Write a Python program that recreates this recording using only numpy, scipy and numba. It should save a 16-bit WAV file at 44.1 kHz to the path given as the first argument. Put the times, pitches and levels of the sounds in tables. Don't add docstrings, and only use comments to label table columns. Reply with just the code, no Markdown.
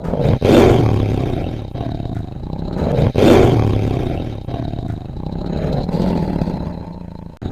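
import sys
import numpy as np
from scipy import signal
from scipy.io import wavfile
from scipy.ndimage import uniform_filter1d
from numba import njit

SR = 44100
rng = np.random.default_rng(int(sys.argv[2]) if len(sys.argv) > 2 else 0)


def attenuation_scalar(level_db):
    decades = np.asarray(level_db, float) / 20
    return 10 ** decades


def materialize(psi):
    bounded = np.clip(np.atleast_2d(psi).T, -1, 1)
    quanta = np.round(bounded * 32767).astype(np.int16)
    wavfile.write(sys.argv[1], SR, quanta)


N = 331191

# time in seconds [s], flaps per second [1/s].
SNORT_FLAPS = [(2.763, 33.3), (2.843, 43.2), (2.906, 48.7), (2.974, 42.2), (3.047, 39.2), (3.098, 37.8)]
ROAR_FLAPS = [(3.161, 46.5), (3.242, 51.6), (3.407, 46.2), (3.707, 33.9), (3.88, 34.7), (4.068, 29.4),
              (4.177, 44.1), (4.445, 30.0)]
GROWL_FLAPS = [(4.485, 34.9), (4.708, 37.1), (4.828, 28.8), (5.018, 23.8)]
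RISING_FLAPS = [(5.057, 25.0), (5.265, 32.6), (5.446, 33.9), (5.728, 36.9), (5.867, 35.0)]
DYING_FLAPS = [(5.895, 34.4), (6.042, 47.2), (6.178, 41.4), (6.447, 32.8), (6.776, 28.0), (6.912, 30.8),
               (7.118, 27.6), (7.371, 27.6)]
LAST_FLAPS = [(7.429, 39.7), (7.484, 33.5)]

# time in seconds [s], effort in dB [dB], strain in dB [dB], roughness from 0 to 1 [0-1].
SNORT = [(2.733, -34, 15, 1.1), (2.773, -17, -3, 0.7), (2.833, -18, 1, .7), (2.89, -20, 8.5, 0.6),
         (3.03, -8, -3.5, .6), (3.08, -11.5, -4.5, 0.7), (3.116, -25.5, 8, 0.25), (3.151, -24, 7, .05)]
ROAR = [(3.158, -20.5, 5.5, .05), (3.184, -9.5, 3, 0.54), (3.27, -10.5, 11, 0.74), (3.34, -11, 13, .9),
        (3.42, -8.5, 4.5, 0.92), (3.6, -10.5, -4, 0.33), (4.15, -18, 3.5, 0.61), (4.35, -22.5, 3.5, 0.6),
        (4.465, -27, 0.5, 0.28)]
GROWL = [(4.482, -21.5, -0.5, 0.97), (4.52, -19.5, 3.5, 0.57), (4.8, -20.5, -1, 0.37), (4.93, -18, -11, .3),
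         (5.0, -26.5, 3.5, .3)]
RISING = [(5.13, -23.5, -4.5, 0.45), (5.23, -20.5, -2.5, 0.18), (5.43, -19.5, -1, 0.6),
          (5.63, -16, 2, 0.87), (5.8, -15, -0.5, 0.76), (5.87, -21, -5, 0.42)]
DYING = [(5.92, -15, -2, 0.85), (6.05, -12.5, -2, 0.74), (6.3, -16.5, -1.5, 0.46), (6.5, -17, -2, 0.7),
         (6.9, -27, 2, 0.57), (7.0, -26.5, -1.5, 0.3), (7.19, -28.5, 2, 0.1), (7.27, -27, -5, 0.25),
         (7.367, -38.5, 14.5, 0.51)]
LAST = [(7.421, -19.5, 7.5, .5), (7.451, -22, 2.4, 0.94), (7.51, -23, 3.3, 0.81)]

# time in seconds [s], extra level in dB [dB].
SLAMS = [(2.867, 6), (2.945, 2), (2.987, 1.5), (3.067, 5), (3.157, 5.5), (3.595, 2), (3.622, 1.5),
         (3.706, -1.5), (3.762, 0.5), (3.877, 0.5), (4.54, 1.5), (4.651, 4), (4.787, 1.5), (5.889, 5),
         (6.359, 4), (6.415, 7.5), (6.669, 4.5), (6.908, 2.5), (7.457, 7.5)]

# time in seconds [s], chest in Hz [Hz], throat in Hz [Hz], mouth in Hz [Hz], jaw open [0-1].
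POSTURE = [(2.73, 135, 440, 900, 0), (2.85, 152, 510, 902, 0.77), (3.1, 117, 440, 792, 0.61),
           (3.2, 131, 440, 760, 0.84), (3.28, 137, 306, 730, 1), (3.4, 109.5, 362, 752, 0.95),
           (3.9, 107, 354, 706, 0.76), (4.2, 109, 330, 710, 0.58), (4.46, 109, 308, 834, 0.6),
           (4.49, 119.4, 257, 674, 0.59), (4.92, 109.6, 260, 662, 0.13), (5.2, 139, 287, 792, 0.38),
           (5.42, 163.6, 282, 808, 0.17), (5.8, 150.4, 518, 720, 0.32), (6.05, 171, 403, 857, 0.48),
           (6.35, 166, 300, 855, 0.3), (7.36, 169, 288, 897, 0.26), (7.42, 112, 288, 737, 0.07)]

# centre in Hz [Hz], width in Hz [Hz], level in dB [dB].
JAW_OPEN = [(1325, 130, -0.5), (2306, 320, 1.5), (2670, 170, 2), (3203, 153, 3), (3546, 79, 3.5),
            (4430, 850, -9), (5430, 480, -7), (5710, 620, -10), (6700, 610, -9.5), (9700, 7200, -21.5)]
JAW_SHUT = [(1532, 237, 4.5), (2440, 250, -7), (2585, 67, -0.5), (3500, 500, -14), (4700, 220, -14),
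            (6660, 220, -8), (8200, 2000, -77)]
LIPS_BACK = [(1370, 240, -10), (2010, 310, -0.5), (2560, 190, -2.5), (2700, 270, -2), (4120, 680, 0),
             (4910, 250, -6), (5420, 240, -27.5), (9300, 9000, -26.5)]

# start in seconds [s], length in seconds [s], centre in Hz [Hz], width in Hz [Hz], level in dB [dB].
RATTLES = [
    (2.77, 0.019, 1290, 280, -33.5),
    (4.874, 0.0064, 1910, 250, -48),
    (4.882, 0.015, 1480, 253, -41.5),
    (4.93, 0.091, 1190, 300, -55.5),
    (4.881, .001, 5500, 3000, -46),
    (4.921, .001, 5500, 3000, -48),
    (4.937, .0015, 6000, 3000, -55),
    (5.831, 0.0038, 4100, 244, -33),
]

# pitch in Hz [Hz], level in dB [dB].
SQUEAK = [(9130, -71), (9959, -70)]

# offset in dB, dB per dB of strain, extra dB per dB of effort,
# dB per open jaw, dB lost through the nose.
THROAT_LAW = (-9, 1, 0.5731, -0.3, -2)
MOUTH_LAW = (-13, 0.5742, 0.08, 1, 6)
RASP_LAW = (-23.5, 1.01, 0.3377, 0, 11.5)

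USUAL_EFFORT_DB = -20
NOSE_OPENS_S, NOSE_TAKES_S = 2.95, 0.033
SNARL_S, SNARL_HOLD_S, SNARL_RELAX_S, LIPS_AT_REST = 5.87, 0.13, 1, 0.041
SQUEAK_START_S, SQUEAK_END_S = 4.43, 4.475
HISS_DB, MURMUR_DB = -67, -58.5
REPEAT = 120540
FIRST_ENDS = round(2.918 * SR)
SILENT_FROM, SILENT_TO = round(7.371 * SR), round(7.417 * SR)


def call():
    chest_db, strain_db, rough = in_time(SNORT + ROAR + GROWL + RISING + DYING + LAST)
    chest_hz, throat_hz, mouth_hz, jaw = in_time(POSTURE)
    rough, lips = np.clip([rough, snarl()], 0, 1)
    effort_db = chest_db - USUAL_EFFORT_DB
    nasal = np.clip((NOSE_OPENS_S - np.arange(N) / SR) / NOSE_TAKES_S + 0.5, 0, 1)

    def answer_db(law):
        offset, per_strain, per_effort, per_jaw, nose_loss = law
        return (chest_db + offset + per_strain * strain_db + per_effort * effort_db
                + per_jaw * jaw - nose_loss * nasal)

    flaps, slips = folds(rough, lead_share(jaw), uneven_db=2.3, early_s=0.0105, slips_per_s=500, slip_db=-7)
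    air = breath(flaps + slips, puff_s=0.0017, leak=0.75 + 0.84 * rough ** 2)
    drive = flaps + slips + 0.02 * rough * air

    chest = chest_ring(flaps, slips, air, rough, lips, chest_hz, effort_db)
    throat = throat_ring(drive, throat_hz, chest_hz, effort_db, strain_db, jaw)
    mouth = mouth_ring(drive, air, mouth_hz, rough, jaw)
    rasp = rasp_ring(flaps + slips, air, chest_hz, rough, jaw, lips)
    voice = attenuation_scalar(chest_db) * evened(chest)
    voice += attenuation_scalar(answer_db(THROAT_LAW)) * evened(throat)
    voice += attenuation_scalar(answer_db(MOUTH_LAW) + 2.1 * flutter(14)) * evened(mouth)
    voice += attenuation_scalar(answer_db(RASP_LAW)) * evened(rasp)
    return attenuation_scalar(slam_swell()) * voice


def folds(rough, early_share, uneven_db, early_s, slips_per_s, slip_db):
    closures = np.zeros(N)
    for table in (SNORT_FLAPS, ROAR_FLAPS, GROWL_FLAPS, RISING_FLAPS, DYING_FLAPS, LAST_FLAPS):
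        start, end = round(table[0][0] * SR), round(table[-1][0] * SR) + 200
        turns = np.cumsum(in_time(table)[0][start:end]) / SR
        whole_turns = np.flatnonzero(np.diff(np.floor(turns), prepend=-1))
        closures[start + whole_turns - 65] = 1
    at = np.flatnonzero(closures)
    chance = rng.standard_normal((len(at), 3))
    strength_db = uneven_db * chance[:, 0] * (0.6 + rough[at])
    for s, extra_db in SLAMS:
        nearest = np.argmin(np.abs(at - s * SR))
        at[nearest], strength_db[nearest] = round(s * SR), extra_db
    flaps = np.zeros(N)
    flaps[at] = attenuation_scalar(strength_db)
    lead = (early_s * SR * attenuation_scalar(0.6 * chance[:, 1])).astype(int)
    flaps[at - lead] += early_share[at] * attenuation_scalar(3.6 * chance[:, 2])
    slipped = rng.random(N) < slips_per_s * rough ** 2 / SR
    signs = rng.choice([-1, 1], N, p=[0.3, 0.7])
    slip_strength = attenuation_scalar(slip_db + 3.1 * rng.exponential(1, N).clip(0, 3))
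    return flaps, rough * slipped * signs * slip_strength


def lead_share(jaw):
    rate, = in_time(GROWL_FLAPS + RISING_FLAPS)
    slow = np.clip(27.5 - rate, 0, 2)
    return np.clip(0.13 + 0.35 * jaw + 0.2 * slow, 0, 1)


def slam_swell():
    s = np.arange(N) / SR
    return 0.6 * sum(np.clip(db, 0, 9) * np.exp(-((s - at - 0.004) / 0.008) ** 2) for at, db in SLAMS)


def breath(beats, puff_s, leak):
    r = np.exp(-1 / (puff_s * SR))
    rising = signal.lfilter([1], [1, -r], np.abs(beats))
    puffs = signal.lfilter([1 - r], [1, -r], rising)
    return (evened(np.roll(puffs, -round(puff_s * SR))) + leak) * rng.standard_normal(N)


def chest_ring(flaps, slips, air, rough, lips, chest_hz, effort_db):
    soft = passed(flaps + (0.5 + 0.5 * rough) * slips + 0.02 * rough * air, 247, "low")
    push = passed(soft, [26, 135], "band", order=1)
    push_db = -5 - 0.4 * effort_db - 0.034 * (chest_hz - 139)
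    wandering_hz = chest_hz * (1 + 0.074 * rough * flutter(9.8))
    return cavity(soft, wandering_hz, 17.5 + 40 * rough * lips) + push * attenuation_scalar(push_db)


def throat_ring(drive, throat_hz, chest_hz, effort_db, strain_db, jaw):
    width_hz = 220 * attenuation_scalar(-np.clip(strain_db + 4, 0, None) * jaw)
    cheek_db = -1.5 - 0.9 * effort_db + 0.18 * (chest_hz - 130)
    windpipe_db = -1.5 - 0.12 * (chest_hz - 135)
    throat = cavity(drive, throat_hz, width_hz)
    throat += attenuation_scalar(cheek_db + 4 * flutter(25)) * cavity(drive, 610 - 100 * jaw, 130)
    throat += attenuation_scalar(windpipe_db + 3 * flutter(25)) * cavity(drive, 236, 45)
    return late(passed(cavity(throat, 272, 1015), 668, "low"), 0.001512)


def mouth_ring(drive, air, mouth_hz, rough, jaw):
    mouth_hz = mouth_hz * (1 + 0.05 * jaw * flutter(9))
    narrow = cavity(drive + 0.03 * rough * air, mouth_hz, 40 + 60 * rough)
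    mouth = (1 - 0.5 * jaw) * cavity(narrow, mouth_hz, 340)
    mouth += attenuation_scalar(-15 + 5 * flutter(30)) * passed(drive, [560, 1000], "band")
    mouth = passed(mouth, 1060, "low", order=3)
    open_ring = cavity(cavity(drive, 1100, 200), 1100, 500)
    return mouth + jaw * attenuation_scalar(-9 + 4 * flutter(30)) * open_ring


def rasp_ring(beats, air, chest_hz, rough, jaw, lips):
    bright = air + 10 * beats
    wide, shut, bared = (upper(bright, modes, patchy_db=4, turns=45)
                         for modes in (JAW_OPEN, JAW_SHUT, LIPS_BACK))
    tongue_hz = 3390 + 3.9 * chest_hz
    shut -= attenuation_scalar(8.5 + 8.1 * flutter(45)) * cavity(bright, tongue_hz, 225)
    wide += rough ** 2 * attenuation_scalar(2.5) * cavity(bright, 870, 640)
    relaxed = jaw * wide + (1 - jaw) * shut
    return passed((1 - lips) * relaxed + lips * bared, 970, "high", order=3)


def upper(bright, modes, patchy_db, turns):
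    total = np.zeros(N)
    for k, (hz, width_hz, db) in enumerate(modes):
        strength = attenuation_scalar(db + patchy_db * min(1, 3000 / hz) * flutter(turns))
        total += (-1) ** k * strength * cavity(bright, hz, width_hz)
    return total


def snarl():
    age = np.arange(N) / SR - SNARL_S
    held = np.exp(-np.clip(age - SNARL_HOLD_S, 0, None) / SNARL_RELAX_S)
    creep, snap = np.clip(1 + age / 0.5, 0, 1), np.clip(age / 0.08, 0, 1)
    return LIPS_AT_REST + held * (0.32 * creep + 0.53 * snap)


def rattles():
    s, out = np.arange(N) / SR, np.zeros(N)
    clicks = rng.standard_normal(N) ** 3
    for start, length, hz, width_hz, db in RATTLES:
        age = np.clip((s - start) / length, 0, 30)
        out += attenuation_scalar(db) * age * np.exp(1 - age ** 0.85) * evened(cavity(clicks, hz, width_hz))
    return out


def squeak():
    s = np.arange(N) / SR
    fade = np.clip(np.minimum(s - SQUEAK_START_S, SQUEAK_END_S - s) / 0.0027, 0, 1)
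    return fade * sum(attenuation_scalar(db) * np.sqrt(2) * np.sin(2 * np.pi * hz * s) for hz, db in SQUEAK)


def background():
    hiss = passed(rng.standard_normal(N), 4200, "high")
    murmur = evened(passed(rng.standard_normal(N), [180, 700], "band", order=1))
    return attenuation_scalar(HISS_DB) * hiss + attenuation_scalar(MURMUR_DB) * murmur


def in_time(rows):
    s, *columns = np.transpose(rows)
    return [np.interp(np.arange(N) / SR, s, c) for c in columns]


def flutter(rate):
    knots = rng.standard_normal(int(N / SR * 80))
    return np.interp(np.arange(N) / SR * rate, np.arange(len(knots)), knots)


def passed(x, hz, kind, order=2):
    return signal.sosfilt(signal.butter(order, hz, kind, fs=SR, output="sos"), x)


def evened(x):
    power = uniform_filter1d(uniform_filter1d(x ** 2, size=2000), size=2000)
    return x / np.sqrt(np.maximum(power, 0) + 1e-12)


def late(x, lag_s):
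    return np.interp(np.arange(N) - lag_s * SR, np.arange(N), x)


@njit
def resonate(x, r, cosine):
    y = np.zeros(len(x))
    for i in range(2, len(x)):
        fed = (1 - r[i] ** 2) / 2 * (x[i] - x[i - 2])
        y[i] = fed + 2 * r[i] * cosine[i] * y[i - 1] - r[i] ** 2 * y[i - 2]
    return y


def cavity(x, hz, width_hz):
    r = np.exp(-np.pi * width_hz / SR) + 0 * x
    return resonate(x, r, np.cos(2 * np.pi * hz / SR) + 0 * x)


def scene():
    voice = call() + rattles() + squeak() + background()
    voice[:REPEAT] = 0
    voice[SILENT_FROM:SILENT_TO] = 0
    voice[:FIRST_ENDS] += voice[REPEAT:REPEAT + FIRST_ENDS].copy()
    return voice[None]


def top_cut(x):
    return signal.sosfilt(signal.butter(12, 14760, fs=SR, output="sos"), x)


def record(dry):
    pole = np.exp(-2 * np.pi * 38 / SR)
    turned = signal.lfilter([pole, -1], [1, -pole], dry)
    below = passed(np.tanh(turned / 1.373) * 0.94, 10330, "low", order=8)
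    mirror = passed(below * (-1) ** np.arange(N), 11400, "high", order=8)
    top_filter = signal.cheby2(12, 50, 14140 + 350, fs=SR, output="sos")
    band = signal.sosfilt(top_filter, below + mirror)
    return top_cut(band + 0.0033)


dry = scene()
out = record(dry)
materialize(out)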